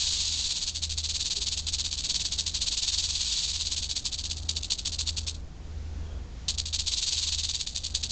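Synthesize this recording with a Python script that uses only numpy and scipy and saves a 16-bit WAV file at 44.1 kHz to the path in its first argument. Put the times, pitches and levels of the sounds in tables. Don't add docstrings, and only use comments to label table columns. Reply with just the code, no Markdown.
import sys
import numpy as np
from scipy import signal
from scipy.fft import rfft, irfft
from scipy.io import wavfile
from scipy.ndimage import uniform_filter1d

SR = 44100
rng = np.random.default_rng(int(sys.argv[2]) if len(sys.argv) > 2 else 0)


def unload_audio(sound):
    columns = np.transpose(np.atleast_2d(sound))
    steps = np.round(np.clip(columns, -1, 1) * 32767)
    wavfile.write(sys.argv[1], SR, steps.astype(np.int16))


N = 357651
TIME = np.arange(N) / SR


def undb(db):
    return 10 ** (np.asarray(db) / 20)


def unit(x):
    return x / np.sqrt(np.mean(x ** 2))


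def gain_curve(rows):
    return undb(np.interp(TIME, *np.transpose(rows)))


def walk(rate):
    step = max(int(SR / rate), 1)
    levels = np.repeat(rng.standard_normal(N // step + 1), step)
    return 1.2 * uniform_filter1d(levels, step)[:N]


def colour(x, points, size=2048):
    hz, db = np.transpose(points)
    f = np.maximum(np.arange(size // 2 + 1) * SR / size, 1)
    log_gain = np.log(undb(np.interp(np.log(f), np.log(hz), db)))
    cepstrum = irfft(log_gain)
    cepstrum[1:size // 2] *= 2
    cepstrum[size // 2 + 1:] = 0
    response = irfft(np.exp(rfft(cepstrum)))
    return signal.fftconvolve(x, response / np.linalg.norm(response))[:N]


def noise(points):
    return colour(rng.standard_normal(N), points)


def tone(hz, wander):
    phase = 2 * np.pi * np.cumsum(hz * (1 + wander * walk(6))) / SR
    return np.sqrt(2) * np.sin(phase)


# frequency in Hz, relative level in dB.
SHELL_COLOUR = [(600, -32), (1020, -23.5), (1300, -27), (2050, -22.5), (2500, -13), (3200, -6), (3700, 0.5),
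                (4600, 2.05), (5000, -5), (6100, -5.5), (6520, -2.5), (7600, -7), (8400, -18), (8900, -36)]


def rattle(turn_hz=132, turn_jitter=.15, bunching=.25, clicks_per_s=700, scatter_db=3.5, scrape_db=-6,
           flutter_db=2.5, taper_db=3.0, whip_s=0.0021, level_db=-4, count=6):
    drive = effort()
    agitation = np.clip(unit(uniform_filter1d(drive, size=SR // 8)), .65, 2)
    turns = np.cumsum(turn_hz * (1 + turn_jitter * walk(70))) / SR
    contact = unit(np.exp(bunching / agitation * np.cos(2 * np.pi * turns)))
    freedom = undb(flutter_db / agitation * np.clip(walk(190), -1.5, 1.5))
    drive = drive * freedom / np.sqrt(uniform_filter1d(freedom ** 2, size=SR // 40))
    hz, db = np.transpose(SHELL_COLOUR)
    out = np.zeros(N)
    for place in np.linspace(-1, 1, count):
        hit = rng.random(N) < contact * agitation ** 2 * clicks_per_s / SR
        strength = undb(scatter_db * np.clip(rng.standard_normal(N), -2, 2)) * rng.choice([-1, 1], N)
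        clicks = unit(hit * strength / agitation)
        scrape = undb(scrape_db) * contact * rng.standard_normal(N)
        motion = np.interp(TIME - place * whip_s, TIME, drive)
        shell = np.c_[hz, db + place * taper_db * np.log2(hz)]
        out += colour(motion * (clicks + scrape), shell)
    return undb(level_db) * out / np.sqrt(count)


# time in seconds, relative level in dB.
BUZZ_LEVEL = [(0.0, -28.5), (0.47, -32), (0.8, -48), (1.25, -42.5), (1.65, -46), (2.15, -42), (2.5, -43.5),
              (2.9, -38.5), (3.35, -30), (4.03, -49), (4.45, -50.5), (5.3, -51), (5.42, -72.5),
              (6.47, -77.5), (6.7, -51.5), (7.15, -35), (7.75, -48.5), (8.11, -45)]
ATTACK_S, RELEASE_DB_PER_S, SHAKE_SCATTER_DB = 0.011, 619.5, 0.7
SLACK_DB, SOFTEN_DB = -47.5, 11
REBOUND_DB, REBOUND_AFTER_S, REBOUND_WIDTH_S = -18, 0.052, .012
HUSH_DB, HUSH_LEAD_S, HUSH_WIDTH_S = -8, .01, 0.0054


def effort(shake_db=3.5, buzz_db=3.5):
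    rows = shakes()
    power = (undb(buzz_db) * gain_curve(BUZZ_LEVEL)) ** 2
    for (start, db, hold), chance in zip(rows, rng.standard_normal(len(rows))):
        near = slice(max(int(start * SR) - SR // 20, 0), int(start * SR) + SR // 5)
        age = TIME[near] - start
        buzz_now = np.interp(start, *np.transpose(BUZZ_LEVEL))
        softness = 2 ** (max(buzz_now - SLACK_DB, 0) / SOFTEN_DB)
        hush_shape = np.exp(-((age + HUSH_LEAD_S) / HUSH_WIDTH_S) ** 2)
        hush = undb(HUSH_DB / softness ** 2 * hush_shape)
        attack = np.clip(age / (ATTACK_S * softness) + .5, 0, 1)
        release = undb(-RELEASE_DB_PER_S * np.maximum(age - hold, 0))
        jerk = attack * release
        rebound_age = age - hold - REBOUND_AFTER_S
        rebound = undb(REBOUND_DB) * np.exp(-(rebound_age / REBOUND_WIDTH_S) ** 2)
        strength = undb(shake_db + db + SHAKE_SCATTER_DB * chance)
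        power[near] = power[near] * hush ** 2 + strength ** 2 * (jerk ** 2 + rebound ** 2)
    return np.sqrt(power)


# start in seconds, number of shakes, shakes a second, relative level in dB.
SHAKE_RUNS = [(-0.0, 3, 17.4, -30), (0.193, 5, 16, -32), (0.497, 4, 17.51, -28.0), (0.747, 4, 13.21, -28.5),
              (1.036, 11, 18.74, -28.5), (1.668, 4, 17.1, -28), (1.915, 3, 16.3, -30), (2.09, 3, 19, -27.5),
              (2.246, 2, 14.1, -29), (2.382, 3, 12.4, -28), (2.611, 9, 19.1, -27.5),
              (3.086, 13, 17.62, -29), (3.823, 2, 13.89, -29.4), (3.956, 2, 10.99, -29),
              (4.121, 4, 16.9, -30.5), (6.866, 10, 19.8, -27), (7.38, 5, 18.8, -29)]
RUN_HOLD_S = 0.022
# start in seconds, relative level in dB, hold in seconds.
SINGLE_FLICKS = [(4.365, -38, 0.019), (4.42, -45.5, .015), (4.488, -28.5, .012), (4.558, -28.5, .013),
                 (4.628, -32.5, 0.017), (4.705, -26.5, .02), (4.783, -30.5, .007), (4.852, -29, .024),
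                 (4.923, -30.5, .017), (4.988, -27.5, .024), (5.065, -28.5, .027), (5.167, -26, 0.017),
                 (5.268, -27.5, 0.02), (5.343, -45, .008), (6.484, -24, 0.013), (6.579, -29.5, 0.02),
                 (6.658, -30, .017), (6.733, -28.5, .023), (6.789, -26.5, .013), (7.67, -28, 0.0098),
                 (7.752, -29, .019), (7.84, -29, .02), (7.944, -26, 0.013), (8.031, -27.5, 0.013),
                 (8.096, -31, .02)]


def shakes():
    rows = [tuple(row) for row in SINGLE_FLICKS]
    for start, number, rate, db in SHAKE_RUNS:
        for k in range(int(round(number))):
            rows.append((start + k / rate, db, RUN_HOLD_S))
    return sorted(rows)


# time in seconds, relative peak level in dB.
HARD_SNAPS = [(1.2063, -18), (1.671, -14.5), (2.1447, -11), (2.2518, -7.5), (2.3871, -15), (4.055, -13),
              (4.4906, -16), (4.7045, -16), (5.1768, -16), (6.4856, -15), (6.7283, -18), (6.9316, -18),
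              (7.947, -21), (8.036, -13)]


def snaps(decay_s=0.0014, level_db=-9, crack_db=-15):
    push = np.zeros(N)
    for s, db in HARD_SNAPS:
        push[int(s * SR)] = undb(db)
    decay = signal.lfilter([1], [1, -np.exp(-1 / (decay_s * SR))], push)
    cluster = decay * rng.choice([-1, 1], N)
    return undb(level_db) * (colour(cluster, SHELL_COLOUR) + undb(crack_db) * cluster)


# time in seconds, level in dB.
HISS_LEVEL = [(5.4, -70), (5.69, -59.5), (5.88, -59), (6.03, -58), (6.28, -61.5), (6.4, -56.5), (6.48, -57),
              (6.6, -80)]
# frequency in Hz, relative level in dB.
HISS_SPECTRUM = [(500, -20), (1300, 3), (2700, 3), (4200, 3.5), (5200, 2), (7200, 0), (8500, -24)]
# centre in seconds, half length in seconds, pitch in Hz, level in dB.
THIN_WHISTLE = (6.105, .08, 3290, -62.5)


def hiss():
    s, half_length, hz, db = THIN_WHISTLE
    swell = np.exp(-((TIME - s) / half_length) ** 2)
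    whistle = undb(db) * swell * tone(hz, wander=0.0034) * unit(walk(300))
    return gain_curve(HISS_LEVEL) * noise(HISS_SPECTRUM) + whistle


def bump(s=1.360, hz=403, rise_s=0.022, db=-49.5):
    age = np.maximum(TIME - s, 0) / rise_s
    swell = (age * np.exp(1 - age)) ** 2
    return undb(db) * swell * tone(hz, wander=0.0046)


# time in seconds, relative level in dB.
HUM_LEVEL = [(0, -51), (2.2, -44.5), (4.5, -46.5), (6.3, -40.5), (7.5, -48.5), (8.11, -41)]
HUM_PITCHES = (54, 59.2)
# mean frequency in Hz, mean level in dB.
MACHINE_TONES = [(120, -63), (158.6, -61.5), (178, -68), (237, -70), (293, -69), (742, -76.5)]


def machines(drone_db=0, hum_db=-2.5, beat_db=-3, waver_db=2):
    drone = undb(drone_db) * throbbing()
    low, high = HUM_PITCHES
    pair = tone(low, wander=0.0039) + undb(beat_db) * tone(high, wander=0.0028)
    hum = undb(hum_db) * gain_curve(HUM_LEVEL) * pair
    weak = sum(undb(db + waver_db * walk(2.4)) * tone(hz, wander=.003) for hz, db in MACHINE_TONES)
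    return drone + hum + weak


# start in seconds, level in dB at the middle of the throb.
DRONE_THROBS = [(-.15, -43), (.57, -37.5), (1.32, -41.5), (2.1, -42), (2.76, -41.5), (3.35, -42.5),
                (4.06, -38), (4.77, -36.5), (5.53, -37), (6.36, -38.5), (7.0, -40), (7.68, -41)]
DRONE_HZ, LAST_THROB_S = 79, .7


def throbbing(trough_db=-18):
    starts, db = np.transpose(DRONE_THROBS)
    edges = np.r_[starts, starts[-1] + LAST_THROB_S]
    beat = np.interp(TIME, edges, np.arange(len(edges)))
    strength = undb(np.interp(beat, np.arange(len(db)) + .5, db))
    angle = 2 * np.pi * DRONE_HZ * TIME
    swelling = np.sin(np.pi * beat) * np.sin(angle)
    remainder = undb(trough_db) * np.cos(np.pi * beat) * np.cos(angle)
    return np.sqrt(2) * strength * (swelling + remainder)


# frequency in Hz, relative level in dB.
AIR_SPECTRUM = [(20, 7), (32, 9), (60, 2.5), (100, -4.5), (180, -13.5), (300, -19.5), (500, -21),
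                (820, -26), (1100, -32), (1700, -30), (3000, -29.5), (7200, -32), (8500, -52.5)]
# time in seconds, relative level in dB.
RUSH_LEVEL = [(0, -63), (1.2, -56), (2.7, -54.5), (3.1, -68), (3.7, -57), (4.45, -50), (4.75, -55),
              (5.0, -51), (5.5, -51), (6.05, -48.5), (6.4, -50), (6.7, -56), (7.5, -62.5), (7.95, -52.5)]
# frequency in Hz, relative level in dB.
RUSH_SPECTRUM = [(30, 6), (110, 4), (220, 0.5), (400, -6.5), (800, -12.5), (1500, -19), (4000, -47)]


def outdoors(air_db=-45, rush_db=2, flutter_db=1):
    air = undb(air_db) * noise(AIR_SPECTRUM)
    flutter = undb(rush_db + flutter_db * walk(9))
    rush = gain_curve(RUSH_LEVEL) * flutter * noise(RUSH_SPECTRUM)
    return air + rush


def scene():
    return (rattle() + snaps() + hiss() + bump() + machines() + outdoors())[None]


NOTCHES = (7500, 8500)
TOP_HZ = 8850


def record(dry):
    for hz in NOTCHES:
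        dry = signal.lfilter(*signal.iirnotch(hz, 80, fs=SR), dry)
    return signal.sosfilt(signal.ellip(10, .2, 80, TOP_HZ, fs=SR, output="sos"), dry)


dry = scene()
out = record(dry)
unload_audio(out)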